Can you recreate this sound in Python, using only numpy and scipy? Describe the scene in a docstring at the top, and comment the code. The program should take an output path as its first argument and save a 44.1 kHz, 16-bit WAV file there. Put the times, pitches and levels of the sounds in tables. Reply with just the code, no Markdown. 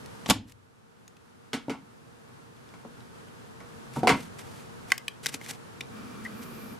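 """A small room. A hard glasses case shifts with a soft low bump, then snaps shut close by. Hard knocks and
bumps follow further off: light ones first, then a louder clattering group. The arms of plastic sunglasses click
open at their hinges while fingers rub the frame; contacts rebound. The room answers each blow; its quiet tone
sinks after the sharpest snaps and creeps back. Near the end a hinge creaks and a small motor, probably focusing
a lens, hums and whines."""
import sys
import numpy as np
from scipy import signal
from scipy.fft import rfft, irfft, next_fast_len
from scipy.io import wavfile
from scipy.ndimage import map_coordinates

SR = 44100
rng = np.random.default_rng(int(sys.argv[2]) if len(sys.argv) > 2 else 0)


def unload_audio(sound):
    """Save the sound as a 16-bit wav file, at the path given as the first command line argument."""
    columns = np.transpose(np.atleast_2d(sound))
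    # keep every value between -1 and 1, then stretch to whole-number steps
    steps = np.round(np.clip(columns, -1, 1) * 32767)
    wavfile.write(sys.argv[1], SR, steps.astype(np.int16))


N = 299747
TIME = np.arange(N) / SR
AGE = np.arange(SR // 2) / SR  # seconds since a blow

# stereo width of contact noise: freq_hz, side_over_mid_db
CONTACT_WIDTH = [(200, -12), (2000, -9.5), (5000, -11), (12000, -1.5)]


def lid():
    """The sprung lid rattles onto the rim, thumps the hollow case and squeezes out air."""
    # lid on rim: start_s, level_db, bright_hz, thud_db
    contacts = [(0.2604, -36, 5900, -7), (0.2895, -33.5, 5500, 4.5), (0.2989, -18, 9000, -6),
                (0.3069, -18, 7200, -5)]
    # rim modes: freq_hz, level_db, t60_s
    rim_modes = [(520, -1, 0.019), (746, 6.5, 0.02), (880, 6, 0.028), (1136, 0, 0.05), (1433, -17.5, 0.033),
                 (1980, -5.5, 0.062), (2910, -5.5, 0.06), (3520, -3.5, 0.035)]
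    # air and wall modes of the case: freq_hz, level_db, t60_s
    hollow_modes = [(104, -7, 0.12), (188, -5.5, 0.08), (219, 5, 0.038), (248, 9.5, 0.029), (313, -5, 0.13),
                    (264, -23.5, 0.53), (96, -26, 1)]
    # rim crack: freq_hz, level_db
    crack_spectrum = [(30, -32), (100, 0), (400, -0.5), (800, -2), (1600, -6), (3300, -2.5), (6000, -6),
                      (10000, -5), (13000, 1.5), (16000, -25)]
    out = np.zeros((2, N))
    for start_s, level_db, bright_hz, thud_db in contacts:
        for s, db in bounces(start_s, level_db, flight_s=.0043, loss_db=4, count=2):
            rim = softened(crack(crack_spectrum, t60_s=.025) + amp(-9) * ring(rim_modes), bright_hz)
            thud = amp(thud_db) * ring(hollow_modes)
            add(out, s, amp(db) * in_room(rim + thud, wet_db=-13))
    return out + puff(centre_s=.312, db=-11, hz=228)


def puff(centre_s, db, hz):
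    """Air from under the lid: one low push and pull."""
    cycles = hz * (TIME - centre_s)
    return -amp(db) * np.sin(2 * np.pi * cycles) * np.exp(-1.3 * cycles ** 2)


def knocks():
    """First a soft low bump as the case shifts close by, before it snaps shut; then hard knocks and bumps
    further off in the room: light ones first, then a louder clattering group."""
    # knocks: start_s, level_db, bright_hz, thud_db, thud_hz, first_flight_s, rebound_loss_db
    contacts = [(.086, -61.5, 306.7, 8, 99.6, .038, 31), (1.5319, -32.5, 4630, 2.5, 366, .0085, 3),
                (1.6818, -38.5, 760, 9.5, 360, .0145, 7), (1.6961, -38, 3300, 1.5, 402, .005, 1),
                (1.718, -43.5, 1610, -1.5, 220, .017, 2.5), (2.7377, -51.5, 2490, 1, 300, .006, 9),
                (2.8484, -46, 700, 3.5, 394, 0.007, 17), (3.602, -50, 1980, -6, 300, 0.0044, 3),
                (3.9621, -35, 900, 7, 200, .0075, 1), (4.032, -23.5, 706, 2.5, 750, .015, 6),
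                (4.072, -18.5, 3100, -1, 585, .0057, 4), (4.0922, -18.5, 2580, -4, 493, .007, 2.5),
                (4.11, -32, 1500, 6.5, 199, .018, 3)]
    # high modes of a knock: freq_hz, level_db, t60_s
    clack_modes = [(520, -7, 0.031), (907, -16, 0.091), (946, -4, .08), (1116, -9.5, 0.12),
                   (1310, -11, 0.074), (1347, -5.5, 0.082), (1476, -4.5, 0.061), (2070, -3, .05),
                   (2126, -5, 0.06), (2144, -8, 0.086), (2265, -0.5, 0.04), (2505, -12, 0.079),
                   (2730, -11, .06)]
    # low modes of a knock: freq_hz, level_db, t60_s
    thud_modes = [(120.3, -0.5, 0.068), (161, -1, 0.091), (185, 5, 0.055), (232, -3, 0.16), (272.7, 1, 0.1),
                  (344, -6.5, 0.032), (442, 0.5, 0.056), (745, 3.5, 0.064), (964, -7, 0.037)]
    # crack of a knock: freq_hz, level_db
    crack_spectrum = [(30, -32.5), (90, -13.5), (180, -8.5), (400, -9.5), (900, 1), (1600, -6.5),
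                      (2400, -2.5), (4500, -10.5), (9000, -12.5), (16000, -32.5)]
    # brief skid on contact: freq_hz, level_db
    scuff_spectrum = [(100, -34.5), (1000, -8), (3500, 3), (6000, -2), (9000, -6.5), (12000, -15),
                      (14000, -26), (16000, -37)]
    out = np.zeros((2, N))
    for start_s, level_db, first_hz, thud_db, thud_hz, flight_s, loss_db in contacts:
        for k, (s, db) in enumerate(bounces(start_s, level_db, flight_s, loss_db, count=3)):
            bright_hz = first_hz * .79 ** k  # each rebound is duller
            clack = crack(crack_spectrum, t60_s=.037) + amp(-4) * ring(clack_modes, scatter_db=2.5)
            clack = softened(clack, bright_hz)
            thud = amp(thud_db) * struck_near(ring(thud_modes, scatter_db=4.5), thud_hz, spread=.73)
            scuff_db = -7.5 + 8 * np.log2(bright_hz / 2900)  # harder contacts skid more
            scuff = amp(scuff_db) * crack(scuff_spectrum, t60_s=.072)
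            add(out, s, amp(db) * (in_room(clack + scuff, wet_db=-5) + in_room(thud, wet_db=-11)))
    return out


def hinges():
    """Hinges snap over their cams and rebound; the grip decides where the frame rings."""
    # frame and hinge contacts: start_s, level_db, main_hz, crack_db, thump_db
    snaps = [(.0595, -51.5, 5370, 4, 1), (0.521, -55.5, 2400, 16.5, -25), (1.079, -52.5, 6700, -1.5, -22.5),
             (1.168, -61.5, 2600, 0, -21), (4.903, -43, 2330, -6, -22), (4.919, -17.5, 2032, -8, -44),
             (4.9793, -37.5, 3400, 10, -28), (5.081, -29.5, 3163, -8.5, -40), (5.2597, -28.5, 2040, 1, -15),
             (5.266, -27, 3760, 5.5, -18), (5.3412, -36.5, 2340, 2.5, -9), (5.3452, -36, 4180, 38, -1.5),
             (5.4137, -44.5, 2140, -9, -2), (5.4623, -44.5, 2270, -1, -27), (5.51, -39, 7860, -1.5, -5.5),
             (5.8078, -36.5, 2350, -6.5, -17), (5.811, -40, 3640, -12, -13)]
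    out = np.zeros((2, N))
    for start_s, level_db, main_hz, crack_db, thump_db in snaps:
        for s, db in bounces(start_s, level_db, flight_s=.002, loss_db=9.5, count=2):
            add(out, s, amp(db) * click(main_hz, crack_db, thump_db))
    return out


def click(main_hz, crack_db, thump_db):
    """One contact in the frame: its ring, a crack and a jolt in the fingers."""
    # frame modes: ratio_to_main, level_db, t60_s
    frame_modes = [(.36, -26, 0.045), (.545, -17.5, 0.047), (.77, -5, 0.0142), (1, 1, 0.018),
                   (1.07, -6.5, 0.014), (1.24, -9.5, 0.011), (1.53, -14.5, 0.028), (2.5, -17.5, .01)]
    # frame crack: freq_hz, level_db
    crack_spectrum = [(60, -14.5), (600, -11.5), (2000, 3), (5000, 5), (7500, 1), (12000, -3), (14000, -12),
                      (16000, -20)]
    # frame jolting in the hands: freq_hz, level_db, t60_s
    grip_modes = [(137.2, -6, 0.059), (280, -0.5, .05), (420, -4.5, 0.032), (807, 1.5, 0.013)]
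    snap = amp(crack_db) * crack(crack_spectrum, t60_s=.014)
    frame = blow(ring(frame_modes, scale=main_hz, scatter_db=2.5) + snap)
    thump = amp(thump_db) * ring(grip_modes)
    pan_db = [[1], [-1]]  # slightly left
    return amp(pan_db) * in_room(frame + thump, wet_db=-18.5)


def creak(pitch_hz=1956):
    """A hinge slips in quick, uneven succession, mostly ringing one note of the arm."""
    out = np.zeros((2, N))
    for s, db in bounces(start_s=6.2505, level_db=-38.5, flight_s=.0045, loss_db=.8, count=5):
        slip = struck_near(click(pitch_hz, crack_db=-16, thump_db=-12), pitch_hz, spread=.12)
        add(out, s + rng.normal(0, .00024), amp(db) * slip)
    return out


def rubs():
    """Skin slides on plastic: each stroke is a swell of tiny stick-slip grains."""
    # strokes: centre_s, half_length_s, level_db
    strokes = [(.14, 0.2, -63), (0.288, 0.0096, -38.5), (0.499, 0.027, -60.5), (3.974, 0.043, -48.5),
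               (4.181, 0.083, -50), (4.4, 0.017, -47.5), (4.549, 0.13, -56), (4.917, 0.038, -51),
               (5.247, 0.015, -41), (5.289, 0.013, -39.5), (5.344, 0.023, -43.5), (5.484, 0.066, -47.5),
               (5.502, 0.014, -38), (6.256, .016, -49.5), (6.43, .014, -49)]
    # skin friction: freq_hz, level_db
    skin_spectrum = [(100, -3.5), (1000, -7), (2100, 1.5), (4000, -3.5), (8000, -5.5), (12000, -9),
                     (14000, -18), (16000, -34)]
    pressure = sum(amp(db) * np.exp(-np.abs((TIME - s) / half_s) ** 3) for s, half_s, db in strokes)
    grain_db = 1.37 * wobble(900) + 2.4 * wobble(120)
    return pressure * unit(amp(grain_db) * noise(skin_spectrum, CONTACT_WIDTH, size=N))


def ticks(span_s=(2.4, 3.7), count=5):
    """The frame ticks faintly as the grip shifts."""
    out = np.zeros((2, N))
    for s, (strength, detune) in zip(rng.uniform(*span_s, size=count), rng.standard_normal((count, 2))):
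        tick = click(main_hz=3400 * np.exp(.15 * detune), crack_db=-6, thump_db=-19)
        add(out, s, amp(-62 + 2.5 * strength) * tick)
    return out


def focus_motor(start_s=5.9, stop_s=6.78, ramp_s=.054):
    """A small motor runs briefly, humming and whining."""
    running = np.clip(np.minimum(TIME - start_s, stop_s - TIME) / ramp_s, 0, 1)
    return running * (amp(-45.5) * motor_hum() + amp(1) * motor_whine())


def motor_hum():
    """The motor's noise shakes the resonances of its housing."""
    # housing resonances: freq_hz, width_hz, level_db
    modes = [(223, 43, 4), (1176, 180, -12), (2316, 57, -16), (4480, 150, -29.5)]

    def housing(f):
        return np.abs(sum(amp(db) * 1j * f * width_hz / (hz ** 2 - f ** 2 + 1j * f * width_hz)
                          for hz, width_hz, db in modes))

    shaking = noise(spectrum=[(60, -1), (200, -1.5), (5000, -1.5), (12000, -4.5)],
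                    width=[(100, -12), (2000, -6.5)], size=N)
    return unit(filtered(shaking, housing))


def motor_whine(waver_hz=110, jitter_hz=132, rise_db_per_s=24):
    """Thin, unsteady lines follow the motor's speed, creeping in as it starts."""
    # course of the whine: time_s, pitch_hz, level_db
    course = [(6.28, 11300, -68), (6.342, 11700, -66), (6.412, 12500, -57), (6.478, 12250, -60),
              (6.624, 12500, -58), (6.676, 12500, -60), (6.78, 11600, -60), (6.797, 12000, -68)]
    # whine lines: ratio_to_pitch, level_db
    lines = [(.785, -7.5), (.9, -9), (.99, -2), (1.015, -5), (1.1, -11)]
    time_s, pitch_hz, level_db = np.transpose(course)
    glide_hz = np.interp(TIME, time_s, pitch_hz)
    whine = np.zeros((2, N))
    for channel in whine:
        for ratio, db in lines:
            line_hz = ratio * glide_hz + waver_hz * wobble(20) + jitter_hz * wobble(400)
            channel += amp(db) * unit(np.sin(2 * np.pi * np.cumsum(line_hz) / SR))
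    fade_in_db = rise_db_per_s * np.minimum(TIME - time_s[0], 0)
    return amp(np.interp(TIME, time_s, level_db) + fade_in_db) * whine


def in_room(x, wet_db):
    """A sound plus a fresh room tail whose treble dies first."""
    # stereo width of the tail: freq_hz, side_over_mid_db
    width = [(100, -20), (500, -17), (2000, -14), (5000, -12.5), (12000, -0.5)]
    # room decay: freq_hz, t60_s
    decay = [(100, 0.69), (300, 0.28), (1000, 0.21), (3000, 0.24), (7000, 0.18), (14000, 0.12)]
    white = noise([(100, 0), (10000, 0)], width, size=len(AGE))
    hz, age_s, bands = signal.stft(white, SR, nperseg=256)
    bands = bands * amp(-60 * age_s / along(decay, hz)[:, None])
    tail = signal.istft(bands, SR, nperseg=256)[1][:, :len(AGE)]
    tail *= 1 - np.exp(-(AGE / .0037) ** 2)  # the walls take a moment to answer
    wet = signal.fftconvolve(np.atleast_2d(x), tail / np.linalg.norm(tail[0]), axes=1)
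    return x + amp(wet_db) * wet[:, :len(AGE)]


def room_tone(level_db=-45, fall_s=.026, recover_db_per_s=4):
    """Soft air noise and unsteady fan tones; the level drops quickly at each dip and returns slowly."""
    # air noise: freq_hz, level_db
    air_spectrum = [(15, -45.5), (25, -24), (120, -2.5), (200, -6), (236, -4.5), (301, -11.5), (394, -10.5),
                    (463, -11), (591, -16), (1260, -14.5), (1480, -15.5), (2050, -23), (10700, -32.5),
                    (14400, -43), (16000, -62.5)]
    # stereo width of the air: freq_hz, side_over_mid_db
    air_width = [(60, 0.5), (110, 2), (200, 2), (380, 4.5), (700, 5.5), (1290, 1.5), (2380, 3), (4400, -1),
                 (8120, -1.5), (15000, 0.5)]
    # fan tones: pitch_hz, level_over_air_db
    fan_tones = [(120, -15.5), (232, -21), (465, -16), (912, -24.5)]
    # level dips: start_s, depth_db
    dips = [(0.299, 14.5), (4.92, 4)]
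    air = noise(air_spectrum, air_width, size=N) * amp(.55 * wobble(11))
    fan = np.zeros(N)
    for hz, db in fan_tones:
        flutter = amp(1.6 * wobble(9.9))
        fan += amp(db) * unit(flutter * np.sin(2 * np.pi * hz * TIME + 1.8 * wobble(16)))
    sunk_db = np.zeros(N)
    for start_s, depth_db in dips:
        age_s = TIME - start_s
        sunk_db += np.clip(age_s / fall_s, 0, 1) * np.maximum(depth_db - recover_db_per_s * age_s, 0)
    return amp(level_db - sunk_db) * (air + fan)


def bounces(start_s, level_db, flight_s, loss_db, count):
    """A contact and its rebounds, each sooner and weaker: start_s, level_db."""
    k = np.arange(count)
    flights_s = flight_s * .79 ** k
    return zip(start_s + np.cumsum(flights_s) - flights_s, level_db - loss_db * k)


def ring(modes, scale=1, scatter_db=2):
    """Damped modes, struck at slightly new strengths each time."""
    hz, db, t60_s = np.transpose(modes)[:, :, None]
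    sign = (-1) ** np.arange(len(hz))[:, None]
    strength = sign * amp(db + scatter_db * rng.standard_normal(db.shape))
    partials = strength * amp(-60 * AGE / t60_s) * np.sin(2 * np.pi * hz * scale * AGE)
    return blow(partials.sum(axis=0))


def crack(spectrum, t60_s):
    """The dense, quickly dying resonances of a hard contact."""
    return blow(noise(spectrum, CONTACT_WIDTH, size=len(AGE)) * amp(-60 * AGE / t60_s))


def softened(x, corner_hz):
    """A softer contact lasts longer and excites less treble."""
    return blow(signal.sosfilt(signal.butter(3, corner_hz, fs=SR, output="sos"), x))


def struck_near(x, centre_hz, spread):
    """The point of contact favours the modes near one frequency."""
    edges_hz = [centre_hz / (1 + spread), centre_hz * (1 + spread)]
    return blow(signal.sosfilt(signal.butter(2, edges_hz, "bandpass", fs=SR, output="sos"), x))


def noise(spectrum, width, size):
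    """Stereo noise of rms 1; spectrum and width are (hz, db) points."""
    def gains(hz):
        mid_db = along(spectrum, hz)
        return amp([mid_db, mid_db + along(width, hz)])

    mid, side = filtered(rng.standard_normal((2, size)), gains)
    return unit(np.array([mid + side, mid - side]))


def filtered(x, gain):
    """x through a zero-phase gain of frequency."""
    size = x.shape[-1]
    padded = next_fast_len(size + 8192)
    return irfft(rfft(x, padded) * gain(np.fft.rfftfreq(padded, 1 / SR)), padded)[..., :size]


def along(points, hz):
    """Interpolate (hz, value) points on a log axis."""
    knots_hz, values = np.transpose(points)
    return np.interp(np.log(hz + 1), np.log(knots_hz + 1), values)


def wobble(knots_per_s):
    """A smooth random curve."""
    return map_coordinates(rng.standard_normal(int(N * knots_per_s / SR) + 4), [TIME * knots_per_s])


def blow(x):
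    """Scale to the energy of 10 ms at rms 1."""
    return unit(x) * np.sqrt(.01 * SR / x.shape[-1])


def unit(x):
    return x / np.sqrt(np.mean(x ** 2) + 1e-20)


def amp(db):
    return 10 ** (np.asarray(db) / 20)


def add(track, start_s, sound):
    start = max(round(start_s * SR), 0)
    track[:, start:start + sound.shape[1]] += sound[:, :N - start]


def scene():
    return lid() + knocks() + hinges() + ticks() + creak() + rubs() + room_tone() + focus_motor()


def record(dry):
    """The recorder thins the deepest bass, rounds the highest peaks and limits the band."""
    low_cut_hz, ceiling, top_hz = 45, .65, 16500
    thinned = signal.sosfilt(signal.butter(2, low_cut_hz, "highpass", fs=SR, output="sos"), dry)
    rounded = thinned / (1 + np.abs(thinned / ceiling) ** 6) ** (1 / 6)
    return filtered(rounded, lambda hz: hz < top_hz)


dry = scene()
out = record(dry)
unload_audio(out)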